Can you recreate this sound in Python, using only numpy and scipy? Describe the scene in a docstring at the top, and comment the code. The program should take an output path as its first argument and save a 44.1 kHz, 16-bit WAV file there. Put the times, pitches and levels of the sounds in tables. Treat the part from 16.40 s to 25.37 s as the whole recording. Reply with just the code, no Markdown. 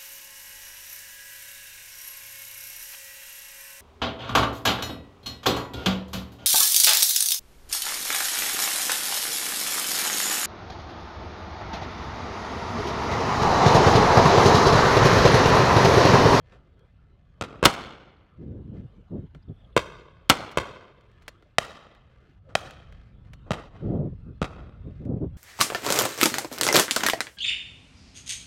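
"""Shotguns fire at high birds from four stands along a grassy valley: blast impulses with ground bounces,
two slaps off the slope and a diffuse roll over the land; the closest blasts overload the input.
Softer rolls come from far down the valley. Struck steel clicks as the gun is handled, and many ticks
merge into a rustle. Gliding tones make a small bird, coloured noise a faint hush of open country,
and wind rumbles and buffets on the microphone."""
import sys
import numpy as np
from scipy import signal
from scipy.fft import rfft, irfft, next_fast_len
from scipy.io import wavfile
from scipy.ndimage import uniform_filter1d

SR = 44100
rng = np.random.default_rng(int(sys.argv[2]) if len(sys.argv) > 2 else 0)


def to_wav(sig):
    """Store sig (one row per channel, or 1-D mono) as 16-bit WAV at the path in sys.argv[1].

    Samples outside -1..1 are clipped; the rate is SR.
    """
    pcm = np.clip(np.atleast_2d(sig), -1, 1) * 32767
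    pcm = np.round(pcm).astype(np.int16)
    wavfile.write(sys.argv[1], SR, pcm.T)  # frames by channels


N = 395577  # length of the scene [samples]
SHORT_FRAMES = dict(nperseg=256, noverlap=192)  # [samples]
LONG_FRAMES = dict(nperseg=1024, noverlap=768)  # [samples]


def amp(db):
    """Decibel law: level to amplitude ratio."""
    return 10 ** (np.asarray(db) / 20)


def evened(x):
    """Power normalisation: scale to rms 1."""
    return x / np.sqrt(np.mean(x ** 2) + 1e-20)


def unit(x):
    """Energy normalisation: scale to energy 1."""
    return x / (np.linalg.norm(x) + 1e-12)


def read(table, hz, axis=1):
    """Spectral interpolation: one column of a table along a log-frequency axis."""
    columns = np.transpose(table)
    return np.interp(np.log(hz + 1), np.log(columns[0] + 1), columns[axis])


def bins(size):
    """Fourier analysis: the frequencies of a real spectrum [Hz]."""
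    return np.fft.rfftfreq(size, 1 / SR)


def octaves(hz):
    """Logarithmic pitch: octaves above 1 kHz, held constant below 200 Hz."""
    return np.log2(np.maximum(hz, 200) / 1000)


def add(mix, s, sound):
    """Superposition: add a sound to the mix, starting at s seconds."""
    part = mix[round(s * SR):][:len(sound)]
    part += sound[:len(part)]


def noise(table):
    """Spectral shaping: steady random noise of a given colour, rms 1."""
    size = next_fast_len(N)
    spectrum = rfft(rng.standard_normal(size)) * amp(read(table, bins(size)))
    return evened(irfft(spectrum, size)[:N])


def patchwork(shape, bands, frames):
    """Random modulation: patches smoothed over neighbouring bands and frames, rms 1."""
    across_bands = uniform_filter1d(rng.standard_normal(shape), size=bands, axis=0)
    return evened(uniform_filter1d(across_bands, size=frames, axis=1))


def burst(colour_db, decay, lead):
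    """Impulse and scattering: a pressure step and its scatter off nearby surfaces, energy 1."""
    size = 2 * (len(colour_db) - 1)
    t = np.arange(size) / SR
    scatter = unit(rng.standard_normal(size) * np.exp(-(t / decay) ** 2))
    scatter[0] += lead
    z = rfft(scatter)
    # the scatter smears the impulse in time but leaves its broad colour alone
    ripple = np.sqrt(uniform_filter1d(abs(z) ** 2, size=21))
    log_gain = np.log(amp(colour_db) / ripple)
    # minimum phase: the colour is applied without sound ahead of the step
    mirrored = np.r_[log_gain, log_gain[-2:0:-1]]
    causal = np.exp(np.conj(signal.hilbert(mirrored)))
    return unit(irfft(z * causal[:len(z)])[:size // 2])


# colour of the open country: (frequency [Hz], relative level [dB])
HUSH = [(150, -20), (300, -7), (550, -3.5), (800, -13.5), (1000, -12), (1350, -10.5), (1900, -26),
        (3200, -20), (4000, -27.5), (5500, -42), (9000, -45), (15000, -53)]
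HUSH_DB, HUSH_DRIFT_DB = -66.5, 2  # steady level; rms drift [dB]


def country(patchy_db=4.5):
    """Diffuse ambience: coloured noise whose faint hush drifts in patches."""
    z = signal.stft(noise(HUSH), SR, **LONG_FRAMES)[2]
    patches = patchwork(z.shape, bands=6, frames=14)
    drift = evened(uniform_filter1d(rng.standard_normal(z.shape[1]), size=40))
    z = z * amp(patchy_db * patches + HUSH_DRIFT_DB * drift)
    hush = signal.istft(z, SR, **LONG_FRAMES)[1][:N]
    return amp(HUSH_DB) * evened(hush)


GUST_ATTACK_S, GUST_RELEASE_S, GUST_SWELL_DB = 0.0096, 0.013, 5


def gust(start, length, db):
    """Transient envelope: a gust arrives quickly, swells to its middle and lets go."""
    t = np.arange(N) / SR - start
    swell_db = GUST_SWELL_DB * (np.sin(np.pi * np.clip(t / length, 0, 1)) - 1)
    attack = np.minimum(t, 0) / GUST_ATTACK_S
    release = np.maximum(t - length, 0) / GUST_RELEASE_S
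    return amp(db + swell_db) * np.exp(attack - release)


# steady wind, easing in the middle and freshening towards the end: (time [s], relative level [dB])
BREEZE = [(0, -55.5), (.7, -55.5), (1.2, -53.5), (1.75, -60), (2.22, -50), (2.7, -53), (3.3, -51),
          (4.1, -57.5), (4.45, -64), (4.77, -55), (5.3, -61.5), (6.1, -52.5), (6.85, -44.5), (7.2, -49),
          (7.55, -39.5), (8.05, -44.5), (8.97, -39)]
# colour of the steady wind: (frequency [Hz], relative level [dB])
RUMBLE = [(15, 4.5), (35, 6), (70, 0.5), (120, -1.5), (180, -9.5), (280, -21), (500, -40), (1500, -69),
          (4000, -97.5)]
# gusts that strike the microphone: (start [s], length [s], relative peak level [dB])
GUSTS = [(1.992, 0.23, -36), (2.25, .21, -37), (2.577, .025, -44.5), (2.715, 0.081, -30),
         (2.809, 0.058, -40), (2.942, 0.043, -44), (3.085, 0.036, -34), (7.423, 0.26, -25),
         (7.719, 0.022, -36), (7.854, 0.072, -39), (8.447, .06, -35.5), (8.602, 0.043, -35),
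         (8.662, 0.12, -26.5), (8.811, 0.056, -26)]
# colour of a gust at unit speed: (frequency [Hz], relative level [dB])
BUFFET = [(20, -14.5), (70, 3.5), (120, 6), (220, 2), (350, -5.5), (550, -12.5), (750, -29), (1100, -37.5),
          (1700, -61), (4000, -98.5)]


def wind(rumble_db=3, buffet_db=-0.5, reference_db=-33, opening=2.42):
    """Turbulence: a steady rumble, and gusts whose eddies get smaller and brighter as they grow."""
    t = np.arange(N) / SR
    rumble = amp(rumble_db + np.interp(t, *np.transpose(BREEZE))) * noise(RUMBLE)
    hz, frames, z = signal.stft(rng.standard_normal(N), SR, **LONG_FRAMES)
    strength = sum(gust(*row) for row in GUSTS)
    relative_strength = np.interp(frames, t, strength) / amp(reference_db)
    speed = (relative_strength + 0.038) ** (opening / 10)
    z = z * amp(read(BUFFET, hz[:, None] / speed))  # a higher speed shifts the colour upwards
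    eddies = signal.istft(z, SR, **LONG_FRAMES)[1][:N]
    eddies /= np.sqrt(uniform_filter1d(eddies ** 2, size=3000))  # only the strength sets the level
    return rumble + amp(buffet_db) * strength * eddies


# a small bird far off: (time [s], level [dB], central pitch [Hz])
CHIRPS = [(3.02, -75.5, 4840), (3.08, -74.5, 3380), (3.16, -77, 3500), (3.21, -77, 3060),
          (3.24, -69.5, 3340), (3.265, -82.5, 3600), (3.322, -71.5, 3400)]


def bird(fall=0.036, waver=0.061):
    """Frequency modulation: thin, quick chirps fall in pitch and waver."""
    out, t = np.zeros(N), np.arange(0, .02, 1 / SR)
    for s, db, hz in CHIRPS:
        wobble = evened(uniform_filter1d(rng.standard_normal(SR // 4), size=40))[:len(t)]
        pitch = hz * (1 + fall * (.5 - t / t[-1]) + waver * wobble)
        tone = np.sin(2 * np.pi * np.cumsum(pitch) / SR)
        add(out, s, amp(db) * evened(np.hanning(len(t)) * tone))
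    return out


# clothing and cartridges as the gun is swung or reloaded: (middle [s], length [s], peak level [dB])
RUSTLES = [(0.113, .16, -64), (2.031, 0.21, -74), (2.38, 0.084, -65), (4.85, 0.68, -70.5),
           (5.805, .45, -70), (6.575, .35, -66.5), (6.886, 0.14, -69.5), (7.45, 0.2, -70.5),
           (8.57, 0.25, -69.5)]
STILL_DB = -78  # the faint rustle of standing still [dB]


def movement():
    """Power addition: smooth swells of movement join the rustle of standing still."""
    t = np.arange(N) / SR
    moves = sum(amp(db) * np.cos(np.pi * np.clip((t - s) / length, -.5, .5))
                for s, length, db in RUSTLES)
    return np.hypot(amp(STILL_DB), moves)


# colour of the gun's knocks, also of the rustle: (frequency [Hz], relative level [dB])
ACTION = [(20, -40), (200, -13.5), (600, -1.5), (930, -10), (1500, -2.5), (2200, -3.5), (3300, -13),
          (4500, -13.5), (8000, -21.5), (15000, -32)]


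def rustle():
    """Shot noise: many tiny ticks of uneven size merge into a soft rustle."""
    size = amp(3.5 * np.minimum(rng.exponential(1, N), 3))
    present = rng.random(N) < 500 / SR  # 500 ticks a second on average
    ticks = size * present * rng.choice([-1, 1], N)
    hz = bins(size=2048)
    softening_db = -10 * np.log10(1 + (hz / 4500) ** 4)
    tick = burst(read(ACTION, hz) + softening_db, decay=.007, lead=.1)
    return movement() * evened(signal.oaconvolve(ticks, tick)[:N])


# colour of what comes back: (frequency [Hz], slap off the slope [dB], roll over the land [dB])
RETURN = [(20, -17, -19.5), (60, -4, -7), (130, -4.5, -6.5), (268, 2.5, 2), (550, -1, -1.5),
          (875.6, -2, -5.5), (1398.5, -4, -3.5), (1840, -7, -12.5), (3260, -10, -14), (4950, -19, -21.5),
          (8000, -25.5, -28), (15000, -45, -45)]
# how long the land rings before the linger factor: (frequency [Hz], time to fall 60 dB [s])
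ROLL_T60 = [(60, .8), (250, 1.3), (600, 0.93), (1400, 0.91), (3000, .95), (5000, .7), (9000, .48),
            (15000, 0.47)]


def roll(tilt, linger=1, rise=0.0091, early=0.82, early_s=0.022, patchy_db=1.5, flutter_db=1.97):
    """Reverberation: countless echoes off grass, hedges and trees; the air takes the treble first."""
    echoes = rng.standard_normal(SR * 3 // 2)
    # single trunks and posts stand out
    echoes += 9 * np.sign(echoes) * (rng.random(len(echoes)) < 55 / SR)
    hz, t, z = signal.stft(echoes, SR, **SHORT_FRAMES)
    patches = patchwork(z.shape, bands=5, frames=8)
    flutter = evened(uniform_filter1d(rng.standard_normal(len(t)), size=3))
    colour = read(RETURN, hz, axis=2) + tilt * octaves(hz)
    fade = -60 * t / (linger * read(ROLL_T60, hz)[:, None])
    z = z * amp(colour[:, None] + fade + patchy_db * patches + flutter_db * flutter)
    tail = signal.istft(z, SR, **SHORT_FRAMES)[1]
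    t = np.arange(len(tail)) / SR
    onset = 1 - np.exp(-t / rise)
    return unit(tail * onset * (1 + early * np.exp(-t / early_s)))


# brief modes of the steel: (frequency [Hz], relative level [dB], time to fall 60 dB [s])
STEEL = [(1360, -8.5, 0.044), (2270, -5, 0.011), (3173, 1.5, 0.008), (3600, -15.5, 0.054),
         (4290, -15, 0.074), (5766, -21, 0.058), (7171, -23, 0.068)]


def steel_ring(tilt, t):
    """Modal vibration: a sum of decaying sines at the modes of the steel, energy 1."""
    ring = np.zeros(len(t))
    for f, level, t60 in STEEL:
        envelope = amp(level + tilt * octaves(f) - 60 * t / t60)
        ring += envelope * np.sin(2 * np.pi * (f * t + rng.random()))
    return unit(ring)


# lock, breech and small knocks of the gun being handled:
# (time [s], knock energy [dB], brightness [dB per octave], decay of the scatter [s])
CLACKS = [(.394, -46, 1, 0.0018), (1.2502, 4, 4, 0.0099), (1.339, -15.5, 1.5, 0.0017),
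          (2.9482, -26, -5, 0.0053), (3.8934, -11, 4.5, 0.0077), (4.114, -24.5, 2, 0.011),
          (4.61, -39.5, -1, 0.0022), (4.715, -42.5, -0.5, .004), (4.822, -35, 0.5, 0.0096),
          (4.88, -12, 0.5, 0.0083), (5.025, -32, -5.5, 0.0053), (5.5493, -31.5, -3.5, 0.0065),
          (6.3091, -23.5, 1, 0.0022), (6.5246, -30.5, -2, .003), (6.85, -38.5, -5, 0.0064),
          (6.934, -24, -0.1, 0.0062), (8.6518, -36.5, 0.5, 0.0042)]


def action(wet_db=-15, ring_db=-7):
    """Impact excitation: steel parts of the gun snap home and ring, with a trace of echo."""
    out, hz = np.zeros(N), bins(size=4096)
    t = np.arange(len(hz)) / SR
    for s, db, tilt, decay in CLACKS:
        colour = read(ACTION, hz) + tilt * octaves(hz)
        add(out, s, amp(db) * burst(colour, decay, lead=0.15))
        add(out, s, amp(db + ring_db) * steel_ring(tilt, t))
        add(out, s, amp(db + wet_db) * roll(1.7, rise=.003, early=9, early_s=.018))
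    return out


def doubled(x, delay, share):
    """Comb filtering: a sound plus its delayed bounce, at about the same energy."""
    t = np.arange(len(x)) / SR
    bounce = np.interp(t - delay, t, x, left=0)
    return (x + share * bounce) / np.hypot(1, share)


# soft reports and late echoes from far down the valley:
# (time [s], energy [dB], brightness [dB per octave])
DISTANT = [(.118, -21.5, -2.4), (2.34, -23, -4.5), (4.25, -9.5, -1.6), (6.088, -19.5, -2.5),
           (6.235, -14.5, -0.5), (7.06, -16, -5.5), (7.174, -9.5, -2), (7.33, -19.5, -4.5), (8.17, -15, -5)]
# the ground bounce that stripes each report and all its echoes, by stand: (delay [s], share [ratio])
STANDS = {"far": (.00155, 0.31), "neighbour": (.0019, 0.67), "side": (0.00158, 0.42), "own": (.0014, 0.23)}


def distant_guns():
    """Diffuse propagation: from far away only the soft roll arrives."""
    out = np.zeros(N)
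    for s, db, tilt in DISTANT:
        add(out, s, amp(db) * roll(tilt, rise=0.019, early=10, early_s=0.023))
    return doubled(out, *STANDS["far"])


# muzzle blast as it arrives from each stand, relative levels:
# (frequency [Hz], far [dB], neighbour [dB], side [dB], own [dB])
BLAST = [(20, -35, -32, -35.5, -38), (55, -21, -9, -15.5, -19), (142, 5, -2.5, -5, -3.5),
         (290, -1.5, 4.5, -7.5, -0.5), (614, -2.5, 2, 5, -4.5), (895, -14, -5, -3, -4),
         (1320, -9.5, -4.5, -2.5, 1), (1940, -26.5, -14.5, -3, -10.5), (2892, -19, -11, -4.5, -1.5),
         (4650, -32.5, -28, -12, -7.5), (7860, -35.5, -25.5, -20, -14.5), (11000, -61, -35.5, -29, -16.5),
         (15000, -63, -43, -45, -21.5)]
# how long each stand's echoes last, by stand: factor on the ring of the land [ratio]
LINGER = {"far": 1.2, "neighbour": 1.02, "side": 1.03, "own": 0.96}


def report(stand, blast_db, tilt, first_db, second_db, slap_tilt, roll_db, roll_tilt,
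           first_slap_s=.0102, second_slap_s=0.0268, thump_hz=95, thump_db=-8):
    """Direct and reflected sound: a blast, two slaps off the slope and the roll; far off, a thump."""
    out, hz = np.zeros(2 * SR), bins(size=4096)
    column = 1 + list(STANDS).index(stand)
    colour = read(BLAST, hz, axis=column) + tilt * octaves(hz)
    slap = read(RETURN, hz) + slap_tilt * octaves(hz)
    if stand == "own":  # so close that the blast and its ground scatter run together
        # the shooter's own blast is lean in bass
        lean_db = -10 * np.log10(1 + (130 / (hz + 20)) ** 2)
        add(out, 0, amp(blast_db) * burst(colour + lean_db, decay=.0055, lead=0.23))
        add(out, .008, amp(first_db) * burst(slap, decay=.015, lead=0.083))
    else:
        add(out, 0, amp(blast_db) * burst(colour, decay=0.0034, lead=0.08))
        add(out, first_slap_s, amp(first_db) * burst(slap, decay=0.0049, lead=0.39))
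    if stand == "far":  # over distance the boom outlasts the crack
        t = np.arange(len(hz)) / SR
        thump = unit(np.sin(2 * np.pi * thump_hz * t) * t * np.exp(-t / .004))
        add(out, .001, amp(blast_db + thump_db) * thump)
    add(out, second_slap_s, amp(second_db) * burst(slap, decay=0.015, lead=0.61))
    add(out, 0, amp(roll_db) * roll(roll_tilt, LINGER[stand]))
    # one more short bounce, its delay drawn at random, colours every shot differently
    out = doubled(out, rng.uniform(.0007, .0013), .25)
    return doubled(out, *STANDS[stand])


# the shots: (time [s], stand, blast energy [dB], blast brightness [dB per octave],
# first slap [dB], second slap [dB], slap brightness [dB per octave],
# roll [dB], roll brightness [dB per octave])
SHOTS = [ (1.0112, "far", 0, 3, -3, -8.5, .3, -2, -2.2),
         (1.2280, "neighbour", 10.5, -1.4, 9, 14.5, -0.85, -1, -1.5),
         (1.2540, "own", 22.5, -1, 10.5, 2, 0.03, 7.5, 1.33),
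         (3.3650, "neighbour", 15.5, -0.5, 10.5, -2, 0, 0, 0.5),
         (3.898, "own", 20.5, -0.96, 11, -0.5, 0.5, 6, 1.07),
         (4.1729, "neighbour", 10, 0.15, 5.5, -3, -0.3, 0.5, -0.1),
         (5.1837, "side", 13, 0, -20.5, -24.5, 1.96, -2, 1.5),
         (6.1525, "side", 10, -0.36, -28, -36.5, 7, -4, 2), (7.1072, "far", 6.5, 0.3, 0, -5, 0, -3, -1.06),
         (8.0167, "far", 7.5, -0.7, -0.5, -3, -0.8, -5, -2)]


def guns():
    """Superposition of impulsive sources: all the stands firing."""
    out = np.zeros(N)
    for s, *shot in SHOTS:
        add(out, s, report(*shot))
    return out


# brief dips in the level of everything but the wind: (time [s], depth [dB], half width [s])
DIPS = [(6.013, 8.999, 0.038), (7.311, 9, 0.03)]


def scene():
    """Linear superposition: every source sums at the one microphone."""
    t = np.arange(N) / SR
    dips = amp(-sum(db * np.exp(-((t - s) / width) ** 2) for s, db, width in DIPS))
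    sources = guns() + distant_guns() + action() + rustle() + bird() + country()
    return (dips * sources + wind())[None]


def record(dry):
    """Saturation and band limiting: the closest blasts flatten, then bass and extreme treble are cut."""
    clipped = dry / (1 + (dry / .7) ** 8) ** (1 / 8)
    bass_cut = signal.butter(3, 44, "highpass", fs=SR, output="sos")
    coupled = signal.sosfilt(bass_cut, clipped)
    band_limit = signal.firwin(255, 16200, window=("kaiser", 9), fs=SR)  # lowpass edge [Hz]
    return signal.oaconvolve(coupled, band_limit[None], "same")


dry = scene()
out = record(dry)
to_wav(out)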